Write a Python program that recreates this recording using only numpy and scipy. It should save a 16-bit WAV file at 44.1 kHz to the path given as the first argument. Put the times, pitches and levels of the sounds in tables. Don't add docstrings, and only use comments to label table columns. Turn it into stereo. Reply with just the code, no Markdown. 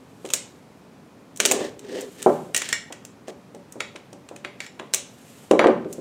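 import sys
import numpy as np
from scipy import signal
from scipy.fft import rfft, irfft, next_fast_len
from scipy.io import wavfile
from scipy.ndimage import map_coordinates

SR = 44100
rng = np.random.default_rng(int(sys.argv[2]) if len(sys.argv) > 2 else 0)


def pcm_store(signal):
    levels = np.round(np.clip(np.atleast_2d(signal), -1, 1) * 32767)
    wavfile.write(sys.argv[1], SR, levels.astype(np.int16).T)


N = 264776

# (time [s], clack level [dB], brightness [dB], rebound over clack [dB])
CLINK_CONTACTS = [(0.2529, -37, -3.5, -10), (0.3024, -28.5, 1, -15), (0.3354, -16, 8, -18),
                  (1.361, -46.5, 11, -22.5), (1.3724, -41.5, 11, -26), (1.4008, -11, 2, -20),
                  (1.4519, -10.5, 1.5, -5.5), (1.5124, -14, 5.5, -7), (1.7925, -42.5, 6, -24.5),
                  (2.0085, -43, 12.5, -10), (2.22, -35, 2, 4.5), (5.5112, -19.5, -3.5, -19.5),
                  (5.642, -17, -21, -22.5), (5.67, -19, -14, -17), (5.846, -43, -14, -27),
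                  (5.927, -43, 13, -12)]
# (time [s], clack level [dB], brightness [dB], ring over clack [dB])
GEAR_CONTACTS = [(2.546, -18.5, 4.5, -7.5), (2.5634, -20, 7.5, -9), (2.575, -26.5, 11, -13),
                 (2.6184, -22, -0.5, -8), (2.689, -27, 3.5, -8), (2.7276, -24.5, 5.5, 6),
                 (2.9241, -32, 1, -9), (3.0501, -40.5, 8.5, -21.5), (3.281, -41, 3, -10),
                 (3.5477, -47, 3, -21), (3.7227, -48.5, 14, -18), (3.8045, -20.5, -6, -8),
                 (3.9606, -32, -7.5, -21), (4.1293, -45.5, 5, -20), (4.288, -38.5, -0.5, -20),
                 (4.3617, -38, 1, -28), (4.4475, -24.5, -15, -14.5), (4.6038, -29, -4, -3),
                 (4.6643, -43, 1.5, 3), (4.7963, -29, -11, -20), (4.9366, -16.5, 5.5, -41),
                 (4.944, -21, 11, -27), (5.5921, -9.5, -19, -17.5)]
# (frequency [Hz], spectrum level [dB])
SCRAPE_SPECTRUM = [(710, -33), (1200, -17.5), (1780, 4), (2310, -4.5), (2770, -4), (2980, -2), (4480, -6),
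                   (8510, -11), (11500, -28.5), (13800, -19.5), (15500, -33.5)]


def amp(db):
    return 10 ** (np.asarray(db) / 20)


def unit(x):
    return x / np.sqrt(np.mean(x ** 2) + 1e-20)


def struck(x, size=220):
    return x / np.sqrt(np.mean(x[:size] ** 2) + 1e-20)


def along(points, hz):
    f, v = np.transpose(points)
    return np.interp(np.log(hz + 1), np.log(f + 1), v)


def fade(t, t60):
    return np.exp(-np.log(1000) * t / np.maximum(t60, 1e-3))


def filtered(x, response):
    n = x.shape[-1]
    m = next_fast_len(n + 8192)
    return irfft(rfft(x, m) * response(np.fft.rfftfreq(m, 1 / SR)), m)[..., :n]


def passed(x, hz, kind, order=2):
    return signal.sosfilt(signal.butter(order, np.minimum(hz, SR / 2 - 1), kind, fs=SR, output="sos"), x)


def noise(spectrum):
    return unit(filtered(rng.standard_normal(N), lambda hz: amp(along(spectrum, hz))))


def wobble(rate):
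    return map_coordinates(rng.standard_normal(N), [np.arange(N) * rate / SR])


def add(track, s, sound):
    part = track[max(round(s * SR), 0):][:len(sound)]
    part += sound[:len(part)]


def swell(start, attack, end, release_t60):
    t = np.arange(N) / SR
    return np.clip((t - start) / attack, 0, 1) ** 1.52 * fade(np.maximum(t - end, 0), release_t60)


def ringing(modes, t, scatter_db, waver_hz):
    hz, db, t60 = np.transpose(modes)
    gain = amp(db + scatter_db * rng.standard_normal(len(hz))) * (-1) ** np.arange(len(hz))
    drift = np.cumsum(rng.standard_normal((len(hz), len(t))), axis=1) * np.sqrt(2 * np.pi * waver_hz / SR)
    return gain @ (np.sin(2 * np.pi * hz[:, None] * t + drift) * fade(t, t60[:, None]))


def still_air():
    # (frequency [Hz], spectrum level [dB])
    spectrum = [(15, -76.5), (25, -40), (63, -13.5), (120, -0.5), (277, 1.5), (335, -5.5), (416, -3),
                (575, -8.5), (695, -10), (840, -11), (2220, -22), (2480, -20), (2690, -24.5), (5730, -29),
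                (16000, -42)]
    return amp(-49) * noise(spectrum)


def shirt():
    # (start [s], attack [s], end [s], level [dB])
    movements = [(-0.1, 0.9, 0.37, -51), (1.85, 0.49, 2.31, -47.5), (4.9, 0.4, 5.45, -55),
                 (5.869, 0.053, 5.83, -50)]
    # (frequency [Hz], spectrum level [dB])
    spectrum = [(1000, -1.5), (3000, 5), (5000, -1), (7500, 5), (11000, -2.5), (13500, -3.5),
                (15500, -11.5)]
    rest_db = -73.5
    sliding = sum(amp(db) * swell(*timing, release_t60=0.69) for *timing, db in movements)
    return (amp(rest_db) + sliding) * amp(1.2 * wobble(70)) * noise(spectrum)


def steel_contacts():
    # (start [s], end [s], clack level [dB])
    rattles = [(0.24, 0.35, -39), (1.415, 1.51, -31), (4.97, 4.997, -43)]
    rattle_gap_s, rattle_scatter_db, rattle_bright_db = 0.016, 3, 3
    contacts = []
    for s, db, bright_db, rebound_db in CLINK_CONTACTS:
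        rebound = (s + 0.0063, db + rebound_db, bright_db + 6)
        contacts += [(s, db, bright_db), rebound]
    for s, db, bright_db, _ in GEAR_CONTACTS:
        next_roller = (s + 0.012, db - 22, bright_db)
        contacts += [(s, db, bright_db), next_roller]
    contacts += [(s - 0.0041, -39.5, bright_db) for s, _, bright_db, _ in GEAR_CONTACTS if bright_db < -4]
    for start, end, db in rattles:
        times = start + rattle_gap_s * (np.arange(10) + rng.random(10))
        levels = db + rattle_scatter_db * rng.standard_normal(10)
        contacts += [(s, level, rattle_bright_db) for s, level in zip(times, levels) if s < end]
    return contacts


def clinks(contacts):
    # (frequency [Hz], bandwidth [Hz], level [dB])
    resonances = [(1510, 1200, -3), (2317, 1500, -7), (2790, 1400, 5), (3900, 190, -3.5), (6130, 1470, 3.5),
                  (7040, 1400, 0), (8000, 460, -5.5), (11030, 220, -40.5), (12840, 2200, -0.5)]
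    # (lower edge [Hz], upper edge [Hz])
    bands = [(900, 4800), (4800, 10000), (10000, 16500)]
    grit_db, rise_s = 5.5, 0.00034
    out, t = np.zeros(N), np.arange(SR // 16) / SR
    times, clack_db, bright_db = np.transpose(contacts)
    ping_db = clack_db + bright_db
    sizzle_db = ping_db - 16.5 + 0.5 * bright_db
    tilt_db_per_octave = 0.51 * bright_db[:, None]

    def response(f):
        steel = sum(amp(db) * 1j * f * width / (hz * hz - f * f + 1j * f * width)
                    for hz, width, db in resonances)
        return steel * amp(tilt_db_per_octave * np.log2(np.clip(f, 1000, 7000)))

    draws = rng.standard_normal((len(times), 2, len(t)))
    chatter = draws[:, 0] * amp(grit_db * draws[:, 1])
    envelope = fade(t, t60=0.022) * (1 - np.exp(-t / rise_s))
    bursts = filtered(chatter * envelope, response)
    for band, levels in zip(bands, (clack_db, ping_db, sizzle_db)):
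        for s, db, burst in zip(times, levels, passed(bursts, band, "bandpass", order=3)):
            clink = amp(db - 5) * struck(burst)
            add(out, s, clink)
            add(out, s - 0.005, amp(-28.5) * clink)
    return out


def bench_blows():
    # (time [s], level [dB], cutoff [Hz], first flight [s])
    impacts = [(0.2453, -25, 645, 0.013), (1.511, -14.5, 910, 0.019), (1.567, -24.5, 685, 0.017),
               (1.608, -18.5, 610, 0.026), (1.948, -28.5, 500, 0.0095), (2.2617, -3.5, 720, 0.0295),
               (2.2668, -7.5, 700, 0.009), (2.491, -33.5, 577.3, 0.0091), (2.903, -32, 1210, 0.02),
               (3.281, -26, 790, 0.011), (3.546, -32.5, 603, 0.012), (3.756, -32, 613, 0.012),
               (3.952, -34.5, 707, 0.011), (4.128, -35.5, 716, 0.01), (4.312, -29.5, 710, 0.012),
               (4.797, -27.5, 1260, 0.022), (5.5105, -0.5, 650, 0.023), (5.5929, -5, 1600, 0.021),
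               (5.6422, -7, 1350, 0.04), (5.6587, -0.5, 478, 0.029), (5.852, -21.5, 370, 0.05),
               (5.982, -24.5, 380, 0.022)]
    first_loss_db, loss_power, flight_ratio = 6.5, 1.7, 0.57
    blows = []
    for s, db, cutoff_hz, flight in impacts:
        for k in range(3):
            blows.append((s, db - first_loss_db * k ** loss_power, cutoff_hz))
            s += flight * flight_ratio ** k
    for s, db, bright_db, _ in CLINK_CONTACTS + GEAR_CONTACTS:
        blows.append((s, db - 10.5 - 0.26 * bright_db, 950))
    return blows


def bench_knocks():
    # (frequency [Hz], level [dB], T60 [s])
    modes = [(170, -13.5, 0.58), (218.9, -7.5, 0.29), (251.4, -6.5, 0.25), (303.7, 0, 0.14),
             (384.2, 2, .22), (430, -6, 0.27), (510, -4, 0.25), (580, -1, 0.28), (618, -4, .12),
             (673, -8.5, 0.19), (771.6, -3.5, .2), (881, -16.5, 0.23), (1029, -8, 0.16), (1300, -9, 0.035),
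             (1380, -18, 0.19), (1940, -8.5, 0.13), (2325, -2, .08)]
    thud_hz = 540.6
    out, t = np.zeros(N), np.arange(SR // 3) / SR
    for s, db, cutoff_hz in bench_blows():
        thud = struck(np.sin(2 * np.pi * thud_hz * t) * fade(t, t60=0.014))
        shaking = rng.standard_normal(len(t)) * fade(t, t60=0.082)
        rattle = struck(passed(shaking, [320, 1600], "bandpass"))
        ring = struck(ringing(modes, t, scatter_db=2, waver_hz=6))
        blow = amp(6) * thud + amp(-2) * ring + amp(7) * rattle
        radiated = passed(blow, 216, "highpass")
        softened = passed(radiated, cutoff_hz, "lowpass", order=3)
        add(out, s, amp(db - 6.5) * struck(softened, size=400))
    return out


def reverberation(x, build_s):
    # (frequency [Hz], T60 [s])
    decay_times = [(150, 0.63), (400, 0.24), (1000, 0.36), (3000, 0.43), (7000, 0.32), (14000, 0.14)]
    hz, t, spectra = signal.stft(rng.standard_normal(SR * 2 // 3), SR, nperseg=256)
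    envelope = fade(t, along(decay_times, hz)[:, None]) * (1 - np.exp(-t / build_s))
    _, tail = signal.istft(spectra * envelope, SR, nperseg=256)
    return signal.fftconvolve(x, tail / np.linalg.norm(tail))[:N]


def gear_drag():
    # (start [s], attack [s], end [s], rumble level [dB], scrape level [dB])
    pulls = [(1.391, 0.017, 1.647, -30.5, -40), (1.78, 0.23, 1.996, -28, -39.5),
             (2.15, 0.047, 2.232, -46, -48.5)]
    # (frequency [Hz], spectrum level [dB])
    rumble_spectrum = [(71, -61), (120, -42), (257, -1.5), (342, -10), (405, 5), (469, -9.5), (505, -0.5),
                       (550, -11.5), (1500, -35.5), (1950, -88), (3300, -120)]
    rumble_envelope = sum(amp(db) * swell(*timing, release_t60=0.34) for *timing, db, _ in pulls)
    scrape_envelope = sum(amp(db) * swell(*timing, release_t60=0.29) for *timing, _, db in pulls)
    slip_db = 1.5 * wobble(140)
    rumble = rumble_envelope * amp(slip_db) * noise(rumble_spectrum)
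    scrape = scrape_envelope * amp(slip_db + 1.6 * wobble(900)) * noise(SCRAPE_SPECTRUM)
    return rumble + scrape


def prying():
    # (start [s], end [s], level [dB])
    strokes = [(2.54, 2.77, -38), (3.267, 3.314, -47.5), (4.59, 4.686, -47.5)]
    out = np.zeros(N)
    grit = unit(noise(SCRAPE_SPECTRUM) * amp(3 * wobble(500) + 2 * wobble(80)))
    for start, end, db in strokes:
        stroke = grit[round(start * SR):round(end * SR)]
        add(out, start, amp(db) * stroke * signal.windows.tukey(len(stroke)))
    return out


def steel_rings():
    # (frequency [Hz], level [dB], T60 [s])
    shank = [(1870, 1, .16), (1935, 1, .17), (2832, -4, .21), (3542, -11, .2), (4120, -13, .24),
             (5367, -5, .18), (5470, -4, .18), (6120, -13, .2), (6880, -10, .21), (7294, 1, .08),
             (7620, -5, .1)]
    gear = [(1346, -2, .08), (1490, -5, .2), (2080, 0, .2), (2260, 4, .14), (3370, -8, .24),
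            (3820, -5, .24), (4430, -8, .2), (4770, -11, .24), (5911, -16, .18)]
    cage = [(1852, -2, .28), (2261, -2, .22), (2799, 0, .2), (4188, -6, .25), (5916, -6, .22),
            (7036, -3, .22), (10120, -12, .3)]
    out, t = np.zeros(N), np.arange(SR // 4) / SR
    grip = 1 + 4 * fade(t, t60=0.013)
    for s, clack_db, bright_db, ring_db in GEAR_CONTACTS:
        for modes, part_db in ((shank, -4 + bright_db), (gear, -4 - 0.6 * bright_db), (cage, -8)):
            ring = struck(grip * ringing(modes, t, scatter_db=2, waver_hz=35))
            add(out, s, amp(clack_db + ring_db + part_db) * ring)
    return out


def scene():
    # (frequency [Hz], side over mid [dB])
    width = [(120, -61), (450, -33.5), (1000, -27), (2400, -26.5), (4400, -17.5), (12000, -24)]
    contacts, ring = steel_contacts(), steel_rings()
    beams = [clinks(contacts) + ring for _ in range(3)]
    steel = beams[0] + prying()
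    wood = bench_knocks()
    steel_reverb = amp(-14.5) * sum(reverberation(beam, build_s=0.0027) for beam in beams)
    wood_reverb = amp(-9) * reverberation(wood, build_s=0.028)
    work = steel + wood + steel_reverb + wood_reverb + gear_drag() + shirt()
    mid = work + still_air()
    side = filtered(work, lambda hz: 1j * amp(along(width, hz))) + amp(-13) * still_air()
    return np.array([mid + side, mid - side])


def record(dry):
    ceiling, top_hz = 0.98, 15800
    rounded = dry / (1 + np.abs(dry / ceiling) ** 6) ** (1 / 6)
    return filtered(rounded, lambda hz: 1 / (1 + (hz / top_hz) ** 70))


dry = scene()
out = record(dry)
pcm_store(out)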